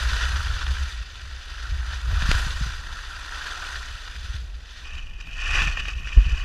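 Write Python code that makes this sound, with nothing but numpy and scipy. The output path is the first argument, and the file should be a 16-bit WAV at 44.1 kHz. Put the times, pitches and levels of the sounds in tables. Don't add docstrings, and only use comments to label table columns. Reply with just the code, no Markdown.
import sys
import numpy as np
from scipy import signal
from scipy.fft import rfft, irfft, next_fast_len
from scipy.io import wavfile
from scipy.ndimage import uniform_filter1d

SR = 44100
rng = np.random.default_rng(int(sys.argv[2]) if len(sys.argv) > 2 else 0)


def store_pcm(level_fs):
    pcm = np.round(np.clip(level_fs, -1, 1) * 32767).astype(np.int16)
    wavfile.write(sys.argv[1], SR, np.atleast_2d(pcm).T)


N = 284004
TIME = np.arange(N) / SR
CRUST_FROM_S = 4.85
CUTOFF_HZ = 15250

# (time [s], buffet level [dB], throb level [dB])
WIND_LEVELS = [(0, -30.5, -25), (.85, -35, -30), (1.1, -44.5, -44), (1.6, -38, -39.5), (2.0, -42, -28),
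               (2.33, -20, -23.5), (2.5, -31.5, -33), (3.2, -39.5, -43), (4.0, -39.5, -44),
               (4.4, -38.5, -32.5), (4.75, -45.5, -47.5), (4.97, -32.5, -41), (5.25, -36.5, -49),
               (5.62, -21.5, -28), (5.8, -31.5, -41), (6.12, -33, -39.5), (6.3, -27, -24.5),
               (6.44, -27.5, -34)]
# (time [s], boost [dB], length [s])
THROB_GUSTS = [(.4, 5.5, 0.034), (.72, 10.5, 0.026), (.81, 4, 0.045), (1.01, 10, 0.033), (1.28, 8, 0.19),
               (1.74, 11.5, 0.16), (2.13, 11.5, 0.054), (2.63, 13, 0.077), (3.77, 11.5, 0.096),
               (3.93, 10, 0.075), (4.18, 6.5, 0.088), (4.55, 8.5, 0.053), (5.96, 12, 0.054)]
# (frequency [Hz], gain [dB])
BUFFET_EQ = [(8, -23.5), (18, -2), (34, 1), (44, 0), (60, -23), (120, -23.5), (300, -44), (1500, -69.5)]
THROB_EQ = [(20, -35), (40, -12), (50, 1), (61, 7), (74, -3), (95, -18), (125, -22), (160, -54.5),
            (300, -52.5), (600, -46), (1500, -73)]
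RUSH_EQ = [(40, -5), (130, -5), (250, -3), (500, -4), (900, -6), (2000, -12), (6000, -23), (15000, -39)]
# (time [s], relative level [dB], pitch [Hz])
THUMP_CUES = [(2.227, -25, 140), (2.292, -18, 127), (2.469, -26.5, 133), (2.614, -22.5, 124),
              (2.666, -26, 106), (4.348, -24.5, 78.4), (5.675, -25.5, 124), (6.18, -1.5, 47),
              (6.267, -25.5, 122), (6.331, -14.5, 44.3)]
# (time [s], relative level [dB])
CLACK_CUES = [(2.315, -7), (5.883, -23)]
# (frequency [Hz], gain [dB], 60 dB decay time [s])
GEAR_MODES = [(554, 2, 0.0023), (1350, -19, .012), (1970, -7, 0.017), (2440, -4, 0.01),
              (3130, -0.5, 0.0031), (4800, -7.5, 0.012), (6600, -11.5, 0.0032), (10400, -17.5, 0.0042)]
# (time [s], relative level [dB])
CLOD_CUES = [(.132, -13), (.358, -16), (.469, -19), (.612, -19), (.665, -17), (.86, -26), (1.932, -17),
             (2.22, -13), (2.503, -26), (3.345, -23), (4.077, -21.5), (4.866, -30), (5.108, -34.5),
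             (5.27, -26.5), (5.618, -7), (5.67, -18), (5.77, -17), (5.853, -18.5), (5.883, -17.5),
             (6.071, -19.5)]

# (time [s], pressure [dB])
SKID_PRESSURE = [(0, -30.5), (.16, -31), (.45, -35), (.7, -35.3), (.915, -39), (.945, -44), (1.27, -44),
                 (1.65, -40), (2.06, -40), (2.34, -28), (2.54, -36), (2.85, -41), (3.24, -38.5),
                 (3.37, -35), (3.69, -34.5), (3.82, -38.5), (4.2, -43.5), (4.58, -54), (4.67, -45.5),
                 (4.86, -45)]
# (time [s], pressure [dB])
GLIDE_PRESSURE = [(4.85, -44), (4.98, -42), (5.11, -54), (5.27, -51), (5.41, -34.5), (5.59, -22),
                  (5.75, -35), (5.98, -45), (6.13, -39), (6.44, -37.5)]
# (time [s], extra pressure [dB], length [s])
BUMP_SWISHES = [(.23, 4, 0.046), (.37, 2.5, 0.021), (1.92, 3, 0.073), (2.67, 2, 0.17), (2.93, 2.5, 0.075),
                (4.13, 3, .05), (4.33, 6.5, 0.13), (4.55, 5, 0.034), (5.21, 10.5, 0.027), (5.8, 7.5, 0.017),
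                (5.9, 5.5, .04), (6.08, 2, 0.042)]
# (time [s], packing [dB], extra sizzle [dB])
SNOW_TEXTURE = [(0, -0.5, 1.5), (.6, .5, -1.5), (.9, -0.8, 1.5), (1.0, -1.5, -1), (1.9, .5, -1.5),
                (2.3, 0, 1.5), (2.5, -1.1, 2), (2.85, 1, -0.5), (3.4, 1, -0.5), (4.15, -0.6, 0),
                (4.7, -2, -0.5)]
# (frequency [Hz], gain [dB])
SKID_EQ = [(100, -26), (300, -11), (600, -7.5), (900, -6), (1400, 0.5), (2600, 2.5), (3600, -1.5),
           (5000, 1.5), (6500, -9.5), (8500, -16), (11000, -26.5), (15000, -34)]
GLIDE_EQ = [(100, -26), (300, -16), (560, -16), (900, -8), (1400, -6.5), (2600, -0.5), (3600, -10.5),
            (5000, -14.5), (6500, -17.5), (8500, -24.5), (11000, -37.5), (15000, -49)]
# (frequency [Hz], width [Hz], gain [dB])
SKID_BELLS = [(740, 76, 2), (989, 160, 6), (1340, 95, 5), (1507, 450, 10), (1872, 133, 7), (2150, 234, -8),
              (3006, 78, 3.5), (3517, 320, 6), (4570, 82, -14.5), (4780, 310, 3.5), (5270, 780, -5.5),
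              (6170, 490, 4.5), (8530, 710, -3), (10860, 1700, 5)]
GLIDE_BELLS = [(930, 150, -6), (1130, 170, 6), (1450, 220, 5.5), (1820, 230, 9.5), (2190, 330, -12),
               (2490, 300, 13), (2940, 250, 8), (4140, 300, -4), (4800, 230, 4), (5940, 870, 4.5),
               (8860, 900, -7), (10310, 1130, 2)]
# (base level at the usual pressure [dB], slope [dB per dB])
SOFT_CRUNCH, SOFT_SPRAY, SOFT_SIZZLE = (-38.5, 1.22), (-38.5, 1), (-54, 1)
CRUST_CRUNCH, CRUST_RING, CRUST_SPRAY = (-40, 1.04), (-37, 0.81), (-46.5, 0.85)
USUAL_PRESSURE_DB = -35

# (frequency [Hz], width [Hz], gain [dB])
CASE_BELLS = [(1806, 24, 1), (1970, 87, -1.5), (2610, 60, 1.5), (3000, 62, 1.5), (3507, 52, 2),
              (3790, 90, 3), (4425, 71, 4), (5880, 91, -0.5), (5948, 80, 3.5), (6800, 220, -2),
              (7100, 150, 3), (7720, 250, -3), (7957, 89, 2.5)]
# (frequency [Hz], gain [dB])
FLAT_EQ = [(20, 0), (20000, 0)]


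def from_db(db):
    return 10 ** (np.asarray(db) / 20)


def rms_one(x):
    return x / np.sqrt(np.mean(x ** 2) + 1e-20)


def automation(rows):
    times, *columns = np.transpose(rows)
    return [np.interp(TIME, times, column) for column in columns]


def swells(rows):
    return sum(db * .5 ** np.minimum((2 * (TIME - s) / length) ** 2, 20) for s, db, length in rows)


def drift(rate_hz):
    pole = np.exp(-2 * np.pi * rate_hz / SR)
    wander = signal.lfilter([1], [1, -2 * pole, pole * pole], rng.standard_normal(N + SR))[SR:]
    return np.clip(rms_one(wander), -2, 2)


def lagging(db, lag_s):
    pole = np.exp(-1 / (lag_s * SR))
    return db[0] + signal.lfilter([1 - pole], [1, -pole], db - db[0])


def lowpass(x, hz, order):
    return signal.sosfilt(signal.butter(order, hz, fs=SR, output="sos"), x)


def crossover(x, hz):
    low = signal.sosfiltfilt(signal.butter(6, hz, fs=SR, output="sos"), x)
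    return low, x - low


def colour(x, eq, bells=()):
    size = next_fast_len(N + SR)
    size += size % 2
    hz = np.maximum(np.fft.rfftfreq(size, 1 / SR), 1)
    eq_hz, eq_db = np.transpose(eq)
    db = np.interp(np.log(hz), np.log(eq_hz), eq_db)
    for centre, width, height in bells:
        db += height / (1 + (2 * (hz - centre) / width) ** 2)
    cepstrum = irfft(np.log(from_db(db)))
    cepstrum[1:size // 2] *= 2
    cepstrum[size // 2 + 1:] = 0
    return irfft(rfft(x, size) * np.exp(rfft(cepstrum)))[:N]


def ring(x, hz, t60):
    pole, angle = from_db(-60 / (t60 * SR)), 2 * np.pi * hz / SR
    return signal.lfilter([0, np.sin(angle)], [1, -2 * pole * np.cos(angle), pole * pole], x + 1e-18)


def eddies(eq):
    swirl = colour(rng.standard_normal(N), eq)
    return swirl / np.sqrt(uniform_filter1d(swirl ** 2, size=SR // 14) + 1e-20)


def wind(flutter_db, flutter_hz, rush_db, rush_follows):
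    buffet_db, throb_db = automation(WIND_LEVELS)
    buffet = from_db(buffet_db) * eddies(BUFFET_EQ)
    throb = from_db(throb_db + swells(THROB_GUSTS) + flutter_db * drift(flutter_hz)) * eddies(THROB_EQ)
    rush_gain = from_db(rush_db + rush_follows * (throb_db - throb_db.mean()))
    rush = rush_gain * rms_one(colour(rng.standard_normal(N), RUSH_EQ))
    return buffet + throb + rush


def thumps(trim_db, swell_cycles, ring_cycles, puff_db, puff_hz, puff_s):
    dull_air = rms_one(lowpass(rng.standard_normal(N), puff_hz, order=2))
    out = np.zeros(N)
    for s, db, hz in THUMP_CUES:
        cycles = (TIME - s) * hz
        fade = np.where(cycles < 0, (cycles / swell_cycles) ** 2, cycles / ring_cycles)
        swing = np.exp(-fade.clip(0, 50)) * np.cos(2 * np.pi * cycles)
        puff = from_db(puff_db) * dull_air / np.cosh(np.clip((TIME - s) / puff_s, -50, 50))
        out += from_db(db + trim_db) * (puff - swing)
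    return out


def clacks(trim_db, snap_db):
    hits = np.zeros(N)
    for s, db in CLACK_CUES:
        hits[round(s * SR)] = from_db(db + trim_db)
    body = sum(ring(hits, hz, t60) * from_db(db) * (-1) ** k for k, (hz, db, t60) in enumerate(GEAR_MODES))
    snap = from_db(snap_db) * lowpass(hits, hz=2500, order=1)
    return body + snap


def small_clods(pressure_db, per_s=6, boost_db=8, spread_db=3.5, candidates=80):
    when, chance, bulk = rng.random((candidates, 3)).T
    db = pressure_db[(when * N).astype(int)] + boost_db + spread_db * (2 * bulk - 1)
    crushed = chance < per_s * N / SR / candidates
    return list(zip(when[crushed] * N / SR, db[crushed]))


def clods(pressure_db, eq, bells, trim_db, dull_hz, attack_s=.0015, decay_s=.0048):
    envelope = np.zeros(N)
    for s, db in [*CLOD_CUES, *small_clods(pressure_db)]:
        start = int(s * SR)
        age = TIME[:min(SR // 10, N - start)]
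        burst = (1 - np.exp(-age / attack_s)) * np.exp(-age / decay_s)
        envelope[start:start + len(age)] += from_db(db + trim_db) * burst
    crumble = lowpass(rng.standard_normal(N), dull_hz, order=1)
    return envelope * rms_one(colour(crumble, eq, bells))


def fractures(per_s, powder_db, spread_db=2.5):
    sizes = from_db(spread_db * np.minimum(rng.exponential(1, N), 4)) * rng.choice([-1, 1], N)
    snaps = sizes * (rng.random(N) < per_s / SR)
    powder = from_db(powder_db) * rng.standard_normal(N)
    return rms_one(rms_one(snaps) + powder)


def granules(per_s, spread_db=3, decay_s=.004, candidates=16000):
    when, pitch, bulk, chance = rng.random((candidates, 4)).T
    struck = chance < per_s * N / SR / candidates
    age = np.arange(700)
    gain = from_db(spread_db * np.minimum(-np.log(bulk[struck, None]), 3))
    hz = CUTOFF_HZ * pitch[struck, None]
    tinks = gain * np.sin(2 * np.pi * hz * age / SR) * np.exp(-age / SR / decay_s)
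    positions = (when[struck, None] * N).astype(int) + age
    return rms_one(np.bincount(positions.ravel(), tinks.ravel(), N)[:N])


def edge_pressure(curve):
    return automation(curve)[0] + swells(BUMP_SWISHES)


def layer_levels(pressure_db, *layers):
    return [db + slope * (pressure_db - USUAL_PRESSURE_DB) for db, slope in layers]


def judder(band, grip, grip_db, own_db, own_hz):
    return rms_one(band) * rms_one(from_db(grip_db * grip + own_db * drift(own_hz)))


def glide(pressure_db):
    crunch_db, ring_db, spray_db = layer_levels(pressure_db, CRUST_CRUNCH, CRUST_RING, CRUST_SPRAY)
    snow = fractures(per_s=4000, powder_db=0) + from_db(-6) * granules(per_s=1800)
    crunch, highs = crossover(colour(snow, GLIDE_EQ, GLIDE_BELLS), hz=2160)
    ringing, spray = crossover(highs, hz=3490)
    grip = drift(rate_hz=49)
    crunch = from_db(crunch_db) * judder(crunch, grip, grip_db=1.0, own_db=0.6, own_hz=25)
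    ringing = from_db(ring_db) * judder(ringing, grip, grip_db=2.0, own_db=2.1, own_hz=66)
    spray = from_db(spray_db) * judder(spray, grip, grip_db=1.45, own_db=2.0, own_hz=130)
    return crunch + ringing + spray


def skid(pressure_db):
    crunch_db, spray_db, sizzle_db = layer_levels(pressure_db, SOFT_CRUNCH, SOFT_SPRAY, SOFT_SIZZLE)
    sizzle_db = lagging(sizzle_db, lag_s=0.024)
    packing_db, icy_db = automation(SNOW_TEXTURE)
    snow = fractures(per_s=8000, powder_db=1) + from_db(-6) * granules(per_s=2200)
    crunch, highs = crossover(colour(snow, SKID_EQ, SKID_BELLS), hz=1776)
    spray, sizzle = crossover(highs, hz=6760)
    grip = drift(rate_hz=70)
    crunch = from_db(crunch_db + packing_db) * judder(crunch, grip, grip_db=1.0, own_db=1.07, own_hz=37)
    spray = from_db(spray_db - packing_db) * judder(spray, grip, grip_db=1.32, own_db=1.0, own_hz=18)
    sizzle = from_db(sizzle_db + icy_db) * judder(sizzle, grip, grip_db=1.4, own_db=0.1, own_hz=29)
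    return crunch + spray + sizzle


def scene():
    soft_db, crust_db = edge_pressure(SKID_PRESSURE), edge_pressure(GLIDE_PRESSURE)
    soft = skid(soft_db) + clods(soft_db, SKID_EQ, SKID_BELLS, trim_db=-6.5, dull_hz=3000)
    crust = glide(crust_db) + clods(crust_db, GLIDE_EQ, GLIDE_BELLS, trim_db=-4.5, dull_hz=6000)
    on_crust = np.clip((TIME - CRUST_FROM_S) / 0.017 + .5, 0, 1)
    skis = np.sqrt(1 - on_crust) * soft + np.sqrt(on_crust) * crust
    gear = clacks(trim_db=-2.0, snap_db=6)
    air = wind(flutter_db=3.0, flutter_hz=13.5, rush_db=-58.5, rush_follows=0.075)
    jolts = thumps(trim_db=2, swell_cycles=.39, ring_cycles=.95, puff_db=-24.5, puff_hz=205, puff_s=.0053)
    return (skis + gear + air + jolts)[None]


def record(dry):
    boxed = colour(dry[0], FLAT_EQ, CASE_BELLS)[None]
    rounded = boxed / (1 + (boxed / .98) ** 8) ** (1 / 8)
    return signal.sosfilt(signal.ellip(12, .1, 90, CUTOFF_HZ, fs=SR, output="sos"), rounded)


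dry = scene()
out = record(dry)
store_pcm(out)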